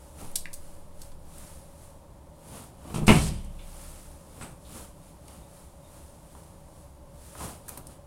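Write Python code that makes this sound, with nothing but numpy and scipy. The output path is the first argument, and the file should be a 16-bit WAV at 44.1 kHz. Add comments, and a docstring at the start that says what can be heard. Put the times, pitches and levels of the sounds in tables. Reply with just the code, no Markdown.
"""Heavy boots shuffle on a bedcover in a small room, land softly a few times and stomp once, hard.
Each sole rolls down from heel to toe, knocks, slaps and sets the floor's modes ringing; the stomp
makes the floor boom and thin metal rattle faintly. Slipping threads hiss, the cover scrapes over
the floor, laces and folds flick now and then. A fan hums behind it all."""
import sys
import numpy as np
from scipy import signal
from scipy.fft import rfft, irfft
from scipy.io import wavfile

SR = 44100
rng = np.random.default_rng(int(sys.argv[2]) if len(sys.argv) > 2 else 0)


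def store_pcm(level_fs):
    """Save levels as 16-bit WAV."""
    pcm = np.round(np.clip(level_fs, -1, 1) * 32767).astype(np.int16)
    wavfile.write(sys.argv[1], SR, np.atleast_2d(pcm).T)


N = 355446
TIME, FREQS = np.arange(N) / SR, np.fft.rfftfreq(N, 1 / SR)

# leg swings dragging the cover: (peak time [s], cloth hiss [dB], floor scrape [dB], swell [s], fade [s])
LEG_MOVES = [(.04, -58.5, -72, 0.08, 0.18), (.21, -47.5, -45, 0.024, .07), (.68, -56, -65, 0.12, 0.1),
             (1.03, -53.5, -66, 0.039, 0.053), (1.41, -50, -56.5, 0.075, 0.15),
             (1.83, -55.5, -66, 0.045, 0.074), (2.571, -47, -45, 0.068, 0.061),
             (2.93, -51, -43, 0.066, 0.18), (3.83, -48.5, -53.5, 0.13, 0.19),
             (4.42, -52, -50, 0.081, 0.071), (4.78, -45, -46.5, 0.059, 0.054), (5.08, -58, -68, 0.085, .06),
             (5.33, -54.5, -51, 0.063, 0.078), (5.58, -55.5, -65, 0.076, 0.089),
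             (5.97, -55.5, -60, 0.093, 0.16), (6.38, -57, -64, 0.096, 0.14), (6.81, -60, -75, 0.11, 0.076),
             (7.28, -52, -67, 0.069, 0.058), (7.44, -40.5, -39.5, 0.043, 0.057),
             (7.73, -51, -49.5, 0.048, 0.051), (7.92, -55, -50.5, 0.035, .03)]


def amp(db):
    """Decibels to gain."""
    return 10 ** (np.asarray(db) / 20)


def unit_rms(x):
    """Scale to an rms of one."""
    return x / np.sqrt(np.mean(x ** 2) + 1e-20)


def curve_at(points, hz):
    """Interpolate on a log-frequency axis."""
    point_hz, value = np.transpose(points)
    return np.interp(np.log(hz + 1), np.log(point_hz + 1), value)


def add(mix, start_s, sound):
    """Mix a sound in at a time."""
    part = mix[max(round(start_s * SR), 0):][:len(sound)]
    part += sound[:len(part)]


def colour(x, spectrum, size=4096):
    """Minimum-phase filter; white noise keeps its power."""
    gain = unit_rms(amp(curve_at(spectrum, abs(np.fft.fftfreq(size, 1 / SR)))))
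    log_response = np.conj(signal.hilbert(np.log(gain)))
    taps = np.fft.ifft(np.exp(log_response)).real
    return signal.oaconvolve(x, taps[:size // 2])[:len(x)]


def shaped_noise(gain, n=N):
    """Unit-rms noise, weighted per frequency bin."""
    return unit_rms(irfft(rfft(rng.standard_normal(n)) * gain, n))


def resonance(hz, half_width_hz):
    """Noise-driven resonance, unit rms."""
    return shaped_noise(1 / (1 + ((FREQS - hz) / half_width_hz) ** 2))


def mode(hz, db, t60_s, t):
    """Decaying sine of a struck body."""
    return amp(db - 60 * t / t60_s) * np.sin(2 * np.pi * hz * t)


def snap(centre_hz, t60_s, width_oct, rise_s):
    """Short noise burst in one band."""
    t = TIME[:SR // 4]
    hz = np.fft.rfftfreq(len(t), 1 / SR) + 1
    band = 1 / (1 + (np.log2(hz / centre_hz) / width_oct) ** 2 / 2) ** 2
    envelope = np.minimum(t / rise_s, 1) * amp(-60 * np.maximum(t - rise_s, 0) / t60_s)
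    return envelope * shaped_noise(band, len(t))


def fibres(grain_db, clump_db, clump_hz):
    """Countless tiny thread slips, uneven in size, optionally clumped; unit rms."""
    slips = rng.standard_normal(N)
    sizes = np.minimum(rng.exponential(1, N), 5)
    clumps = shaped_noise(np.exp(-(FREQS / clump_hz) ** 2))
    return unit_rms(slips * amp(grain_db * sizes + clump_db * clumps))


def effort(peak_s, swell_s, fade_s, roundness=1.4):
    """Power of one leg move: swells to its peak, then fades."""
    width_s = np.where(TIME < peak_s, swell_s, fade_s)
    return np.exp(-abs((TIME - peak_s) / width_s) ** roundness)


def contacts():
    """Every touch of boot on floor: (time [s], weight [dB], knock [dB], slap [dB])."""
    # (time [s], heel-to-toe roll [s], weight on floor [dB], dull knock [dB], hard slap [dB])
    landings = [(2.9423, 0.047, -30, -32, -38.5), (3.0181, 0.015, -28.5, -64, -64),
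                (3.0802, 0.027, -11, -14, -14), (4.412, 0.035, -45.5, -40.5, -43.5),
                (5.282, 0.0041, -62, -72, -58), (6.351, .022, -66, -51.5, -68),
                (7.353, 0.093, -62, -43, -58), (7.69, 0.0038, -67, -58, -53),
                (7.775, 0.00405, -55, -46.5, -61)]
    # heel, flat sole, ball, toe, settling: (delay [roll lengths], weight [dB], knock [dB], slap [dB])
    roll_stages = [(0, -3.5, -0.5, -4.5), (.372, -1, -0.5, -0.5), (.872, -1.5, -4.5, -13.5),
                   (1, -4, -5, -15.5), (3.285, -17.5, -23, -36)]
    return [(s + delay * roll_s, weight + stage_weight, knock + stage_knock, slap + stage_slap)
            for s, roll_s, weight, knock, slap in landings
            for delay, stage_weight, stage_knock, stage_slap in roll_stages]


def room(x, size=256, build_s=0.0022):
    """Dense reflections off near walls; bass lingers longest."""
    # reverberation: (frequency [Hz], t60 [s])
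    decay_times = [(60, 1), (170, 0.77), (400, 0.59), (1000, 0.38), (2800, 0.29), (7000, 0.23),
                   (16000, 0.2)]
    hz, t, noise = signal.stft(rng.standard_normal(SR), SR, nperseg=size)
    decay = amp(-60 * t / curve_at(decay_times, hz)[:, None])
    tail = signal.istft(noise * decay, SR, nperseg=size)[1]
    tail *= 1 - np.exp(-(TIME[:len(tail)] / build_s) ** 2)
    return signal.fftconvolve(x, tail / np.linalg.norm(tail))[:N]


def fan(air_db=-50.68):
    """Steady rush of air with a few wavering resonances."""
    # (frequency [Hz], relative density [dB])
    air_spectrum = [(10, -17), (20, 1), (40, -9), (65, 0), (100, -8.5), (180, -7), (225, -17.5),
                    (310, -13.5), (400, -20.5), (620, -19.5), (1090, -23.5), (1440, -34), (2500, -39.5),
                    (16000, -48)]
    # (frequency [Hz], half-width [Hz], level [dB])
    hums = [(68.5, 4.7, -58.5), (158.3, 13, -66), (566, 39, -60), (894, 93, -66)]
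    air = amp(air_db) * shaped_noise(amp(curve_at(air_spectrum, FREQS)))
    return air + sum(amp(db) * resonance(hz, half_width_hz) for hz, half_width_hz, db in hums)


def floor_heave(swell_s=0.04):
    """The floor shudders as weight shifts, more felt than heard."""
    # (time [s], level [dB], frequency [Hz], t60 [s])
    heaves = [(0.222, -30.5, 10, 3.5), (0.949, -37, 17, 2.9)]
    t, out = TIME[:3 * SR], np.zeros(N)
    for s, db, hz, t60_s in heaves:
        add(out, s, mode(hz, db, t60_s, t) * (1 - np.exp(-t / swell_s)))
    return out


def cloth_swish(rest_db=-67, trim_db=-1.18):
    """Denim and bedcover hiss as the legs move, faintly at rest."""
    # (frequency [Hz], relative density [dB])
    hiss_spectrum = [(500, -15.5), (1200, 0.5), (2000, -6.5), (3500, -6), (6000, -5.5), (8000, -1),
                     (9700, 2.5), (11500, -4), (14000, -10), (16000, -14)]
    move_power = sum(amp(db) ** 2 * effort(s, swell, fade) for s, db, _, swell, fade in LEG_MOVES)
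    hiss = unit_rms(colour(fibres(grain_db=2.5, clump_db=0, clump_hz=45), hiss_spectrum))
    return amp(trim_db) * np.sqrt(amp(rest_db) ** 2 + move_power) * hiss


def cover_drag():
    """The weighted cover rubs over the floor: a low, lumpy scrape."""
    # (frequency [Hz], relative density [dB])
    scrape_spectrum = [(30, -21), (70, 10.5), (110, 2.5), (200, 3.5), (400, -3.5), (600, -4.5), (830, -4.5),
                       (1250, -10.5), (1700, -23), (3000, -19.5), (6000, -37), (16000, -54)]
    power = sum(amp(db) ** 2 * effort(s, swell, fade) for s, _, db, swell, fade in LEG_MOVES)
    scrape = unit_rms(colour(fibres(grain_db=3, clump_db=1.5, clump_hz=70), scrape_spectrum))
    return np.sqrt(power) * scrape


def flicks_and_ticks(room_db=-6.5):
    """Laces and taut folds flick, leather and soles tick, small metal parts tinkle."""
    # bright, wide band: (time [s], level [dB], centre [Hz], t60 [s])
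    flicks = [(0.313, -46, 12000, .012), (0.3556, -21, 7100, .037), (.53, -37.5, 6040, 0.022),
              (.538, -37.5, 8700, .042), (1.016, -39, 6700, 0.027), (1.117, -53, 3500, .02),
              (1.381, -44, 9000, .012), (3.079, -20.5, 3980, .01), (3.444, -50.5, 7800, 0.019),
              (4.42, -51, 3320, .12), (5.28, -45.5, 7100, .01), (7.68, -41, 9600, .08),
              (7.69, -31.5, 10600, 0.017), (7.7735, -35.5, 10470, 0.024), (7.868, -40, 8900, 0.016)]
    # dull, narrower band: (time [s], level [dB], centre [Hz], t60 [s])
    ticks = [(0.4562, -30, 2140, 0.011), (.467, -46, 2150, .02), (2.18, -65, 1190, .011),
             (4.412, -49, 1670, 0.27), (6.351, -45, 1150, 0.0099), (7.352, -43, 1020, 0.036),
             (7.406, -47.5, 970, 0.32), (7.682, -51, 1234, 0.12), (7.773, -45, 1280, 0.028)]
    # faint metal rings: (time [s], level [dB], centre [Hz], width [oct])
    tinkles = [(3.222, -44, 4900, .005), (3.585, -53, 2870, 0.41), (4.41, -49.5, 8200, 0.26),
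               (4.645, -59, 3650, 0.34), (5.01, -73, 3700, 0.053), (5.41, -70, 3700, .06),
               (5.835, -66, 3700, .05)]
    # ring common to all three: (frequency [Hz], relative gain [dB])
    ring_spectrum = [(1000, 1.5), (3000, -8.5), (3800, -3.5), (4400, -4), (5200, -5.5), (6400, -6),
                     (7400, -7), (8270, 1.5), (8800, -8), (9400, 2.5), (10500, -4.5), (13000, -5),
                     (16000, -11.5)]
    bursts = np.zeros(N)
    for s, db, hz, t60_s in flicks:
        add(bursts, s, amp(db) * snap(hz, t60_s, width_oct=1.0, rise_s=0.0024))
    for s, db, hz, t60_s in ticks:
        add(bursts, s, amp(db) * snap(hz, t60_s, width_oct=0.79, rise_s=0.00022))
    for s, db, hz, width_oct in tinkles:
        add(bursts, s, amp(db) * snap(hz, t60_s=0.3, width_oct=width_oct, rise_s=0.0083))
    direct = colour(bursts, ring_spectrum)
    return direct + amp(room_db) * room(direct)


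def cloth_skids(rise_s=0.005, release_s=0.019, room_db=-8):
    """Cloth gives way under a landing boot and slides until pinned."""
    # (time [s], level [dB], length [s], decay [dB/s])
    skids = [(2.94, -40, 0.074, 176), (3.065, -30, .24, 42), (3.295, -48, 0.196, 98),
             (4.399, -56, 0.063, 40)]
    # (frequency [Hz], relative density [dB])
    skid_spectrum = [(500, -4), (1500, -6), (2900, -5.5), (4200, -2.5), (5200, -3.5), (6700, -3), (7700, 0),
                     (8600, 3), (10000, -1), (12000, -9), (16000, -22)]
    push = np.zeros(N)
    for s, db, length_s, decay_db_per_s in skids:
        t = TIME[:int(length_s * SR)]
        gate = np.minimum(t / rise_s, 1) * np.minimum((length_s - t) / release_s, 1)
        add(push, s, amp(db - decay_db_per_s * t) * gate)
    direct = colour(push * fibres(grain_db=2, clump_db=1.2, clump_hz=120), skid_spectrum)
    return direct + amp(room_db) * room(direct)


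def metal_rattle(rise_s=0.0044, threshold_db=-36):
    """Only a hard slap shakes thin metal loose; chattering edges keep its ring rough."""
    # (frequency [Hz], half-width [Hz], level [dB], t60 [s])
    metal_modes = [(1720, 130, -14, 0.24), (2270, 35, -14, 0.25), (2410, 170, -13, 0.27),
                   (2850, 110, -9.5, 0.18), (3100, 56, -27, 0.67), (2870, 980, -28.5, 1)]
    t, out = TIME[:SR], np.zeros(N)
    for hz, half_width_hz, db, t60_s in metal_modes:
        envelope = amp(db - 60 * t / t60_s) * (1 - np.exp(-t / rise_s))
        power = np.zeros(N)
        for s, _, _, slap_db in contacts():
            excess = max(amp(slap_db) - amp(threshold_db), 0)
            add(power, s, (excess * envelope) ** 2)
        out += np.sqrt(power) * resonance(hz, half_width_hz)
    return out


def soles(knock_t60_s=0.074, slap_t60_s=0.028, slap_boost_db=3, knock_room_db=-5, slap_room_db=-2):
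    """The padded sole knocks dully; a hard landing also slaps through the cloth."""
    # both: (frequency [Hz], relative density [dB])
    knock_spectrum = [(30, -26), (70, -11), (140, 5.5), (260, -5), (400, -5.5), (500, -7.5), (720, -9.5),
                      (960, -11), (1300, -8.5), (2000, -40), (5000, -41)]
    slap_spectrum = [(200, -36), (600, -13.5), (960, 3), (1300, -4.5), (1800, -11), (2250, 0), (2800, 0),
                     (3300, -7), (4500, -12.5), (6500, -37), (9000, -15), (12000, -28), (16000, -60.5)]
    t, knock, slap = TIME[:SR // 2], np.zeros(N), np.zeros(N)
    for s, _, knock_db, slap_db in contacts():
        add(knock, s, amp(knock_db - 60 * t / knock_t60_s) * rng.standard_normal(len(t)))
        add(slap, s, amp(slap_db + slap_boost_db - 60 * t / slap_t60_s) * rng.standard_normal(len(t)))
    knock, slap = colour(knock, knock_spectrum), colour(slap, slap_spectrum)
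    return knock + slap + room(amp(knock_room_db) * knock + amp(slap_room_db) * slap)


def floor_boom(contact_s=0.00025, soft_cutoff_hz=380, hz_per_slap=25000):
    """Each contact rings the floor; a cushioned one reaches only the low modes."""
    # (frequency [Hz], level [dB], t60 [s])
    floor_modes = [(29.04, -12.5, 3.14), (61.4, -14, 1.08), (72, -24, 1.4), (108.4, -24.5, 1.3),
                   (120.2, -11.5, 0.52), (140.6, -14, 0.69), (156, 1, 0.454), (169.1, -13.5, .34),
                   (186, -25.5, 1.55), (208, -1, 0.107), (210.5, -19, 0.73), (228.5, -12, 0.19),
                   (232, -17, 0.1), (289, -20, 0.33), (340.6, -11, 0.23), (386, -25, 0.51),
                   (425, -11.5, .28), (530, -31, 0.19), (627, -16.5, 0.29), (718, -20, 0.36),
                   (856, -34, 0.2), (880, -20, 0.2), (986, -15, 0.27)]
    t, out = TIME[:2 * SR], np.zeros(N)
    mode_hz = np.array(floor_modes)[:, 0]
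    onset = 1 - np.exp(-t / contact_s)
    rings = onset * np.array([mode(hz, db, t60_s, t) for hz, db, t60_s in floor_modes])
    for s, weight_db, _, slap_db in contacts():
        cutoff_hz = soft_cutoff_hz + hz_per_slap * amp(slap_db)
        excitation = 1 / np.sqrt(1 + (mode_hz / cutoff_hz) ** 4)
        add(out, s, -amp(weight_db) * excitation @ rings)
    return out


def scene():
    """Boots, cloth and fan, in mono."""
    boots = floor_boom() + metal_rattle() + floor_heave() + soles() + flicks_and_ticks()
    cloth = cloth_swish() + cover_drag() + cloth_skids()
    return (boots + cloth + fan())[None]


def record(dry, cutoff_hz=16000):
    """Soft clipping rounds off the stomp; a low-pass follows."""
    lowpass = signal.firwin(511, cutoff_hz, window=("kaiser", 9), fs=SR)
    return signal.oaconvolve(np.tanh(dry), lowpass[None], "same")


dry = scene()
out = record(dry)
store_pcm(out)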